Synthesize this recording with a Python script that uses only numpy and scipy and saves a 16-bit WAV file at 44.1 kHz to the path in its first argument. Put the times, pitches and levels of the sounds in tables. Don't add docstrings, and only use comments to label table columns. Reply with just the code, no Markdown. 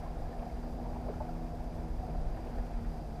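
import sys
import numpy as np
from scipy import signal
from scipy.fft import rfft, irfft
from scipy.io import wavfile
from scipy.ndimage import uniform_filter1d

SR = 44100
rng = np.random.default_rng(int(sys.argv[2]) if len(sys.argv) > 2 else 0)


def ratio_of_db(decibels):
    return 10 ** (np.asarray(decibels, float) / 20)


def transcribe(u):
    v = np.clip(np.atleast_2d(u).T, -1, 1)
    q = np.round(v * 32767).astype(np.int16)
    wavfile.write(sys.argv[1], SR, q)


N = 141120

# start_s, firing_rate_hz, third_order_db, second_order_db, fourth_order_db
MOTOR_COURSE = [(0.0, 80.3, -54, -50, -72), (0.03, 80.7, -56, -49, -62), (0.41, 79.7, -51, -55, -61),
                (1.44, 81.4, -49, -49, -53), (1.71, 80.5, -53, -53, -61), (1.84, 80.6, -48, -47, -50),
                (2.06, 79.8, -55, -59, -63), (2.11, 79.3, -55, -44, -60), (2.42, 80.5, -52, -55, -55),
                (2.65, 80.4, -47, -51, -62), (2.72, 78.4, -59, -53, -54), (2.77, 77.6, -46, -54, -64),
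                (2.95, 79.6, -55, -46, -56), (2.99, 77.6, -54, -68, -61), (3.02, 77.1, -49, -45, -51),
                (3.05, 75.3, -59, -46, -75), (3.08, 74.7, -48, -55, -63), (3.2, 75.4, -56, -44, -60)]
# multiple of the firing rate's base turn, level_db re third order
WEAK_ORDERS = [(2.5, -16), (5, -13.5), (6, -10.5), (9, -13)]
# pitch_hz, level_db per Hz
HULL_SPECTRUM = [(76, -10), (130, 0), (199, -3), (236, -1), (284, -5.5), (536, -6.5), (702, -4.5),
                 (955, -14), (1300, -32.5), (1690, -53), (2860, -120)]
# start_s, level_db
HULL_LOAD = [
    (0, 1.5),
    (.3, 0.2),
    (.6, -0.25),
    (1.1, 2),
    (1.4, -1.1),
    (1.8, -0.3),
    (2.1, 1.75),
    (2.6, 1.1),
    (2.75, -1.1),
    (3.2, -0.5),
]
# start_s, level_db
GUSTS = [(0.0, -43), (0.3, -36.5), (0.34, -53), (0.4, -36), (0.45, -51.5), (0.52, -40.5), (1.79, -40.5),
         (1.98, -34.5), (2.04, -43), (2.07, -42), (2.26, -29.5), (2.33, -38.5), (2.49, -43), (2.6, -33.5),
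         (2.69, -43), (2.8, -33), (2.97, -40.5), (3.2, -45)]
# pitch_hz, level_db per Hz
WIND_SPECTRUM = [(7.1, -30), (12, -9.5), (38, 4), (58, -0.5), (124, -14.5), (140, -23), (180, -39),
                 (310, -120)]
# start_s, peak_db, pitch_hz, t60_s
PLOP_EVENTS = [(.058, -40, 1030, .05), (.155, -49, 1360, .03), (.255, -48, 1650, 0.032),
               (.328, -46, 1750, 0.038), (0.424, -52, 2370, .03), (.662, -47, 1150, 0.027),
               (.464, -30, 729, 0.067), (.497, -43.5, 2170, 0.026), (1.082, -30.5, 595, 0.069),
               (1.097, -22.5, 423, 0.038), (1.137, -42, 1370, .03), (1.203, -28.5, 873, 0.065),
               (1.205, -31.5, 610, 0.11), (1.205, -44, 1330, 0.024), (1.288, -29.5, 714.5, 0.074),
               (1.288, -46, 1360, 0.044), (1.53, -34.5, 692, 0.084), (2.03, -31.5, 730, 0.1),
               (2.845, -46, 1470, .04)]
# start_s, peak_db, centre_hz
SLAP_EVENTS = [(.02, -57, 1390), (.39, -63, 2400), (0.5, -68, 2400), (0.424, -43.5, 730),
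               (0.627, -48.5, 770), (.857, -43.5, 730), (.958, -44.5, 736), (1.081, -44, 620),
               (1.205, -56, 1110), (1.645, -49, 680), (1.725, -57, 824), (2.145, -44, 700),
               (2.275, -51, 690), (2.369, -53.5, 1390), (2.58, -58, 1520), (2.845, -55.5, 1380)]
# pitch_hz, level_db per Hz
WASH_SPECTRUM = [(650, -18), (1100, -6.5), (1650, -7), (2020, -12.5), (2410, -13), (2910, -19),
                 (4400, -23.5), (5720, -62), (9680, -120)]
# start_s, level_db
CHOP_COURSE = [(0, 0.5), (.2, 0.1), (.7, -1.7), (1.1, -0.3), (1.7, -1.5), (2.2, -1), (2.55, 1.5),
               (2.7, -0.3), (2.86, -1), (3.0, -2.5), (3.2, -1.5)]
# pitch_hz, level_db per Hz
HISS_SPECTRUM = [(2400, -14), (4000, -8.5), (5000, -7), (5600, -7.5), (7100, -12.5), (12000, -16.5),
                 (13500, -15), (15600, -22)]
# pitch_hz, width_hz, level_db
PUMP_WHINE = [(4763, 81, -77), (5020, 220, -80.5), (9600, 190, -89.5)]
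# pitch_hz, level_db rms
ELECTRIC_TONES = [(4764, -88), (5874, -97), (10250, -100), (10729, -101), (10789, -102), (11687, -102),
                  (12225, -101), (12647, -102), (12710, -103), (12770, -103), (13668, -99)]
# start_s, length_s
DULL_MOMENTS = [(1.705, .04), (1.853, .035), (2.2, .09), (2.705, 0.081)]

ORDER_WAVER_DB, ORDER_WAVER_HZ, SPEED_JITTER = 1.0, 3.0, .0015
HULL_DB, WASH_DB, HISS_DB = -48, -62.5, -69.5
DRONE_HZ, DRONE_WIDTH_HZ, DRONE_DB = 697.4, 112, -53
GUST_EVEN_S = .12
UPPER_RUMBLE_HZ, UPPER_FOLLOWS, UPPER_DB = 62, 0.28, 0.7
PLOP_RISE_S = 0.0036
SLAP_T60_S, SLAP_WIDTH, SLAP_RISE_S = .07, .45, .003
DROPS_PER_S, DROPS_DB, TICKS_PER_S, TICKS_DB = 200, -74, 30, -88.5
DULL_ABOVE_HZ, DULL_SHARE = 13400, .97


def rms_one(x):
    return x / np.sqrt(np.mean(x ** 2) + 1e-20)


def in_time(rows):
    start_s, *columns = np.transpose(rows)
    return [np.interp(np.arange(N) / SR, start_s, column) for column in columns]


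def drift(rate_hz):
    r = np.exp(-80 * np.pi * rate_hz / SR)
    noise = rng.standard_normal(N // 40 + 2002)
    slow = signal.lfilter([1], [1, -2 * r, r * r], noise)[2000:]
    return np.interp(np.arange(N) / 40, np.arange(len(slow)), rms_one(slow - slow.mean()))


def resonate(x, hz, width_hz):
    r = np.exp(-np.pi * width_hz / SR)
    poles = [1, -2 * r * np.cos(2 * np.pi * hz / SR), r * r]
    return signal.lfilter([(1 - r * r) / 2, 0, (r * r - 1) / 2], poles, x + 1e-18)


def coloured(spectrum, shared_db, own_db, flicker_hz):
    hz, db = np.transpose(spectrum)
    octave = np.log2(np.maximum(np.fft.rfftfreq(N, 1 / SR), 1))
    gain_db = np.interp(octave, np.log2(hz), db, left=-200, right=-200)
    shape = rfft(rng.standard_normal(N)) * ratio_of_db(gain_db)
    together, out = drift(flicker_hz), 0
    for centre in np.arange(np.log2(hz[0]) - .5, np.log2(hz[-1]) + .5, .5):
        band = irfft(shape * np.clip(1 - 2 * np.abs(octave - centre), 0, 1), N)
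        out = out + band * ratio_of_db(shared_db * together + own_db * drift(flicker_hz))
    return rms_one(out)


def clicks(per_s, spread_db):
    sizes = ratio_of_db(spread_db * np.minimum(rng.exponential(1, N), 3)) * rng.choice([-1, 1], N)
    return sizes * (rng.random(N) < per_s / SR)


def motor():
    rate_hz, third_db, second_db, fourth_db = in_time(MOTOR_COURSE)
    phase = 2 * np.pi * np.cumsum(rate_hz * (1 + SPEED_JITTER * drift(6.6))) / SR
    orders = [(2, second_db), (3, third_db), (4, fourth_db)]
    orders += [(multiple, third_db + db) for multiple, db in WEAK_ORDERS]
    out = np.zeros(N)
    for multiple, db in orders:
        level = np.sqrt(2) * ratio_of_db(db + ORDER_WAVER_DB * drift(ORDER_WAVER_HZ))
        out += level * np.sin(round(2 * multiple) / 2 * phase + 2 * np.pi * rng.random())
    return out


def hull():
    load_db, = in_time(HULL_LOAD)
    lapping = rng.standard_normal(N) * ratio_of_db(1.04 * drift(19))
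    hollow = resonate(lapping, DRONE_HZ, 6.4 * DRONE_WIDTH_HZ)
    hollow = rms_one(resonate(hollow, DRONE_HZ, DRONE_WIDTH_HZ))
    shell = coloured(HULL_SPECTRUM, .8, 1.17, 11.7)
    return ratio_of_db(load_db) * (ratio_of_db(HULL_DB) * shell + ratio_of_db(DRONE_DB) * hollow)


def wind():
    rumble = coloured(WIND_SPECTRUM, 0.18, 0.59, 5)
    span = int(GUST_EVEN_S * SR)
    power = uniform_filter1d(uniform_filter1d(rumble ** 2, size=span), size=span)
    even = rms_one(rumble / np.sqrt(power))
    low = signal.sosfiltfilt(signal.butter(2, UPPER_RUMBLE_HZ, fs=SR, output="sos"), even)
    gust_db, = in_time(GUSTS)
    mean_db = gust_db.mean()
    upper_db = mean_db + UPPER_DB + UPPER_FOLLOWS * (gust_db - mean_db)
    return ratio_of_db(gust_db + 0.74) * low + ratio_of_db(upper_db) * (even - low)


def plops():
    out = np.zeros(N)
    for start_s, peak_db, hz, t60_s in PLOP_EVENTS:
        t = np.maximum(np.arange(N) / SR - start_s, 0)
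        envelope = ratio_of_db(peak_db - 60 * t / t60_s) * (1 - np.exp(-t / PLOP_RISE_S))
        out += envelope * np.sin(2 * np.pi * hz * t)
    return out


def slaps():
    noise, out = rng.standard_normal(N), np.zeros(N)
    for start_s, peak_db, hz in SLAP_EVENTS:
        t = np.maximum(np.arange(N) / SR - start_s, 0)
        puff = noise * ratio_of_db(peak_db - 60 * t / SLAP_T60_S) * (1 - np.exp(-t / SLAP_RISE_S))
        ring = resonate(resonate(puff, hz, SLAP_WIDTH * hz), hz, SLAP_WIDTH * hz)
        out += ring * np.sqrt(SR / hz) * 2
    return out


def water():
    drops = clicks(DROPS_PER_S, 2.0)
    pitch_index = rng.integers(0, 12, N)
    rings = sum(resonate(drops * (pitch_index == k), hz, hz / 20)
                for k, hz in enumerate(np.geomspace(900, 2600, 12)))
    ticks = resonate(clicks(TICKS_PER_S, 2.5), 11000, 8000)
    wash = ratio_of_db(WASH_DB) * coloured(WASH_SPECTRUM, .7, 0.23, 23) + ratio_of_db(DROPS_DB) * rms_one(rings)
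    chop_db, = in_time(CHOP_COURSE)
    return ratio_of_db(chop_db) * wash + ratio_of_db(TICKS_DB) * rms_one(ticks)


def electrics():
    t = np.arange(N) / SR
    out = ratio_of_db(HISS_DB) * coloured(HISS_SPECTRUM, 0.69, 0.15, 25)
    for hz, width_hz, db in PUMP_WHINE:
        breath = resonate(rng.standard_normal(N), hz, 3.0 * width_hz)
        out += ratio_of_db(db) * rms_one(resonate(breath, hz, width_hz))
    for hz, db in ELECTRIC_TONES:
        out += np.sqrt(2) * ratio_of_db(db) * np.sin(2 * np.pi * hz * t)
    return out


def scene():
    return (motor() + hull() + wind() + plops() + slaps() + water() + electrics())[None]


def low_pass(x):
    return signal.sosfilt(signal.butter(12, 15170, fs=SR, output="sos"), x)


def record(dry):
    t = np.arange(N) / SR
    dull = sum(1. * (t > start_s) * (t < start_s + length_s) for start_s, length_s in DULL_MOMENTS)
    dull = uniform_filter1d(dull, size=300)
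    top = signal.sosfiltfilt(signal.butter(6, DULL_ABOVE_HZ, "high", fs=SR, output="sos"), dry)
    return low_pass(dry - DULL_SHARE * dull * top)


dry = scene()
out = record(dry)
transcribe(out)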